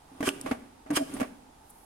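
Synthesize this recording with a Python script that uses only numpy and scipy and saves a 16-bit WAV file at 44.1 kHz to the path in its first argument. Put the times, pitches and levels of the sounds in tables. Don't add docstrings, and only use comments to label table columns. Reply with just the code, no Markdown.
import sys
import numpy as np
from scipy import signal
from scipy.fft import rfft, irfft, next_fast_len
from scipy.io import wavfile

SR = 44100
rng = np.random.default_rng(int(sys.argv[2]) if len(sys.argv) > 2 else 0)


def generate_wav(sig):
    pcm = np.round(np.clip(np.atleast_2d(sig).T, -1, 1) * 32767).astype(np.int16)
    wavfile.write(sys.argv[1], SR, pcm)


N = 81585

# frequency in Hz, bandwidth in Hz, level in dB.
HOUSING_MODES = [(629, 31, -4.5), (1154, 69, 1), (1460, 45, -4), (1605, 43, -8)]
# frequency in Hz, level in dB.
BRIGHT_SPECTRUM = [(1000, -25), (3000, -39), (3900, -4.5), (5000, 2), (6800, 0), (8800, 7), (10500, 1.5),
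                   (13000, -5.5), (16000, -18)]
CLICK_ATTACK_S = 0.00025


def lever_knocks():
    # start in seconds, thump level in dB, thump pitch in Hz, clack level in dB,
    # clack T60 in seconds, clack cutoff in Hz.
    contacts = [(0.116, -42, 265.5, -57, 0.038, 900), (0.151, -44, 277, -55, 0.026, 5080),
                (0.2056, -21.5, 288, -30.5, 0.062, 12000), (0.2271, -26, 267, -26.5, 0.1, 9100),
                (0.277, -21, 280.3, -24.5, 0.094, 8000), (0.4607, -33.5, 267, -30, 0.14, 6000),
                (0.512, -31.5, 233, -23.5, 0.085, 5700), (0.548, -56, 254, -38.5, 0.056, 2930),
                (0.8621, -43, 280, -48, 0.33, 5130), (0.904, -19.5, 298.3, -29.5, 0.13, 3740),
                (0.9713, -25.5, 292.3, -25, 0.093, 12000), (1.166, -36, 280, -37, 0.058, 25000),
                (1.1997, -57, 258, -28, 0.042, 12000), (1.2051, -46, 250, -27, 0.064, 16000),
                (1.2139, -32, 256, -27.5, 0.062, 10100), (1.228, -45, 270, -29, 0.086, 4950)]
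    # frequency in Hz, level in dB.
    clack_spectrum = [(60, -41), (160, -6.5), (400, 3.5), (760, 6), (950, -2), (1200, -3.5), (2300, -5.5),
                      (3900, -18.5), (9500, -14), (16000, -17)]
    thumps, clacks = np.zeros(N), np.zeros((2, N))
    for start, thump_db, hz, clack_db, clack_t60, cutoff_hz in contacts:
        tone = np.sin(2 * np.pi * hz * time_since(start))
        thumps += amp(thump_db) * decay(start, attack=0.00083, t60=0.11) * tone
        crack = filtered(near_noise(), lambda f: amp(along(clack_spectrum, f)) / (1 + (f / cutoff_hz)**2))
        clacks += amp(clack_db) * decay(start, CLICK_ATTACK_S, clack_t60) * unit(crack)
    return thumps, clacks


def housing_resonance(x):
    return x + 2 * amp(-4.5) * filtered(x, lambda f: modal_response(f, HOUSING_MODES))


def plunger_stops():
    # start in seconds, level in dB.
    strikes = [(0.2734, -24.5), (0.9708, -21)]
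    widest = max(width for _, width, _ in HOUSING_MODES)
    out = np.zeros(N)
    for start, db in strikes:
        t = np.maximum(time_since(start), 0)
        for hz, width, mode_db in HOUSING_MODES:
            out += amp(db + mode_db) * width / widest * np.exp(-np.pi * width * t) * np.sin(2 * np.pi * hz * t)
    return out


def lever_seats():
    # middle in seconds, level in dB, clunk pitch in Hz.
    seatings = [(0.2808, -23.5, 386), (0.5184, -20, 259.6), (1.219, -20.5, 255.8)]
    boom_hz, boom_db = 102, -17.5
    out = np.zeros(N)
    for middle, db, hz in seatings:
        t = time_since(middle)
        ring = np.cos(2 * np.pi * hz * t) + amp(boom_db) * np.sin(2 * np.pi * boom_hz * t)
        out += swell(middle, half_length=0.0062, db=db) * ring
    return out


def nozzle_squirts():
    # centre, rise and fall in seconds, then spray level and gurgle level in dB.
    squirts = [(0.275, 0.015, 0.011, -33.5, -32), (.966, 0.0067, 0.0081, -25.5, -25)]
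    # frequency in Hz, level in dB.
    gurgle_spectrum = [(400, -21), (1150, 12.5), (1700, 1), (2050, 1.5), (3300, -3.5), (3850, -10.5),
                       (8000, -37)]
    bursts_per_s, burst_share, gurgle_lag_s = 5500, 0.26, 0.0019
    onsets = rng.random(N) < bursts_per_s / SR
    signs = np.sign(rng.standard_normal(N))
    sizes = np.exp(0.25 * rng.standard_normal(N))
    spit = np.sqrt(burst_share) * unit(onsets * signs * sizes) + np.sqrt(1 - burst_share) * near_noise()
    fine = coloured(spit, BRIGHT_SPECTRUM)
    coarse = coloured(chamber_resonance(spit), gurgle_spectrum)
    spray, gurgle = np.zeros((2, 2, N))
    for centre, rise, fall, spray_db, gurgle_db in squirts:
        flow = lambda t: 2 / (np.exp(np.minimum(-t / rise, 20)) + np.exp(np.minimum(t / fall, 20)))
        spray += amp(spray_db) * flow(time_since(centre)) * fine
        gurgle += amp(gurgle_db) * flow(time_since(centre + gurgle_lag_s)) * coarse
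    return spray, gurgle


def chamber_resonance(x):
    # frequency in Hz, bandwidth in Hz, level in dB.
    cavity_modes = [(1667, 105, -5), (2365, 116, -1), (2806, 56, 3.5), (3150, 206, 4)]
    return filtered(x, lambda f: amp(-12) + modal_response(f, cavity_modes))


def valve_snaps():
    # start in seconds, level in dB, pitch in Hz, T60 in seconds, relative crack level in dB.
    snaps = [(0.2896, -10.5, 3190, 0.0095, -9), (0.4123, -26, 9800, 0.013, -5),
             (.9045, -37.5, 7890, 0.02, -4), (0.91, -45.5, 7860, 0.023, 7.5),
             (1.138, -35.5, 9450, 0.083, -11.5)]
    flat_share, chirp_s = 0.317, 0.00078
    out = np.zeros((2, N))
    for start, db, hz, t60, crack_db in snaps:
        t = np.maximum(time_since(start), 0)
        cycles = hz * (t - flat_share * chirp_s * (1 - np.exp(-t / chirp_s)))
        ring = np.sin(2 * np.pi * cycles + 0.95 * wobble(bandwidth_hz=460))
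        crack = amp(crack_db) * coloured(near_noise(), BRIGHT_SPECTRUM)
        out += amp(db) * decay(start, CLICK_ATTACK_S, t60) * (ring + crack)
    return out


def housing_hums():
    # middle and half length in seconds, pitch in Hz, level in dB, relative upper mode in dB.
    drags = [(0.24, 0.01, 260, -25, -16), (0.453, 0.01, 253, -34.5, -8), (0.928, 0.021, 291.6, -26, -21),
             (1.016, 0.019, 274.8, -25, -2.5), (1.145, 0.0087, 262, -30, -32)]
    upper_hz, wall_hz, wall_db, sag_hz_per_s = 649, 148.3, -17, 460
    out = np.zeros(N)
    for middle, half_length, pitch, db, upper_db in drags:
        t = time_since(middle)
        modes = [(pitch, 0, 0.3), (upper_hz, upper_db, 0.46), (wall_hz, wall_db, 0.3)]
        for hz, mode_db, jitter_rad in modes:
            phase = 2 * np.pi * (hz - sag_hz_per_s * t / 2) * t + jitter_rad * wobble(bandwidth_hz=131)
            out += swell(middle, half_length, db + mode_db) * np.sin(phase)
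    return out


def lever_rubs():
    # middle in seconds, half length in seconds, level in dB.
    slides = [(0.362, 0.24, -50), (0.5, 0.039, -45.5), (.94, 0.011, -36), (1.167, 0.1, -42.5)]
    # frequency in Hz, level in dB.
    friction_spectrum = [(100, -7), (300, 2), (800, -8), (1500, -14.5), (3200, -18), (4000, -21.5),
                         (7000, -27), (9600, -16), (16000, -36)]
    return coloured(near_noise(), friction_spectrum) * sum(swell(*slide) for slide in slides)


def hand_brushes():
    # middle in seconds, half length in seconds, level in dB.
    strokes = [(1.704, 0.0071, -50), (1.81, 0.18, -62)]
    rustle = filtered(near_noise(), lambda f: resonance(f, hz=10400, width=4600) ** 2)
    return unit(rustle) * sum(swell(*stroke) for stroke in strokes)


def reverberation(x):
    # frequency in Hz, T60 in seconds.
    decay_times = [(100, 1), (280, 0.94), (700, 0.52), (3000, 0.69), (10000, 0.68), (16000, 0.63)]
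    build_s = 0.0013
    hz, t, bands = signal.stft(diffuse_noise()[:, :SR], SR, nperseg=256)
    envelope = np.exp(-np.log(1000) * t / along(decay_times, hz)[:, None]) * (1 - np.exp(-t / build_s))
    _, tail = signal.istft(bands * envelope, SR, nperseg=256)
    return signal.fftconvolve(x, tail / np.linalg.norm(tail[0]), axes=1)[:, :N]


def room_air():
    # frequency in Hz, level in dB.
    air_spectrum = [(25, -2.5), (48, 0.5), (100, -6.5), (250, -6), (620, -8), (845, 1.5), (1020, -8),
                    (2300, -20), (7000, -23.5), (10000, -22), (16000, -36)]
    return amp(-55.5) * coloured(diffuse_noise(), air_spectrum)


def near_noise():
    white = rng.standard_normal((3, N))
    unshared = lambda f: 0.92 * f ** 2 / (f ** 2 + 500 ** 2)
    common = filtered(white[0], lambda f: np.sqrt(1 - unshared(f)))
    return common + filtered(white[1:], lambda f: np.sqrt(unshared(f)))


def diffuse_noise():
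    # frequency in Hz, left-right coherence from 0 to 1.
    coherence = [(110, 0.99), (280, 0.84), (600, 0.17), (10000, 0.043)]
    angle = lambda f: np.arccos(along(coherence, f)) / 2
    mid, side = filtered(rng.standard_normal((2, N)), lambda f: np.array([np.cos(angle(f)), np.sin(angle(f))]))
    return np.array([mid + side, mid - side])


def amp(db):
    return 10 ** (np.asarray(db) / 20)


def unit(x):
    return x / np.sqrt(np.mean(x ** 2) + 1e-20)


def along(points, hz):
    f, values = np.transpose(points)
    return np.interp(np.log(hz + 1), np.log(f + 1), values)


def filtered(x, response):
    size = next_fast_len(N + SR // 4)
    return irfft(rfft(x, size) * response(np.fft.rfftfreq(size, 1 / SR)), size)[..., :N]


def coloured(x, spectrum):
    return unit(filtered(x, lambda f: amp(along(spectrum, f))))


def resonance(f, hz, width):
    return 1j * f * width / (hz * hz - f * f + 1j * f * width)


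def modal_response(f, modes):
    return sum(amp(db) * resonance(f, hz, width) for hz, width, db in modes)


def time_since(start):
    return np.arange(N) / SR - start


def decay(start, attack, t60):
    t = np.maximum(time_since(start), 0)
    return (1 - np.exp(-t / attack)) * np.exp(-np.log(1000) * t / t60)


def swell(middle, half_length, db):
    return amp(db) * np.exp(-(time_since(middle) / half_length) ** 2)


def wobble(bandwidth_hz):
    return unit(filtered(rng.standard_normal(N), lambda f: np.exp(-(f / bandwidth_hz) ** 2)))


def scene():
    thumps, clacks = lever_knocks()
    spray, gurgle = nozzle_squirts()
    low = thumps + housing_hums() + lever_seats()
    high = housing_resonance(clacks + lever_rubs()) + spray + hand_brushes()
    pump = valve_snaps() + plunger_stops() + gurgle
    tail = reverberation(amp(-13.5) * low + amp(-14.5) * high + amp(-15.5) * pump)
    return low + high + pump + tail + room_air()


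def record(dry):
    # frequency in Hz, gain in dB.
    left_gain = [(100, 0), (280, -1), (600, -2.5), (1200, -4), (3000, 0), (9000, -1.5), (12500, -3.5)]
    # frequency in Hz, lead in radians.
    left_lead = [(340, 0.06), (570, 2.5), (1050, 1.33), (2000, -.5), (3300, -0.5)]
    split_hz, treble_lag_s, top_hz = 3700, 0.00061, 16000
    phase = lambda f: np.where(f > split_hz, -2 * np.pi * f * treble_lag_s, along(left_lead, f))
    left = lambda f: amp(along(left_gain, f)) * np.exp(1j * phase(f))
    return filtered(dry, lambda f: np.array([left(f), np.ones_like(f)]) * (f < top_hz))


dry = scene()
out = record(dry)
generate_wav(out)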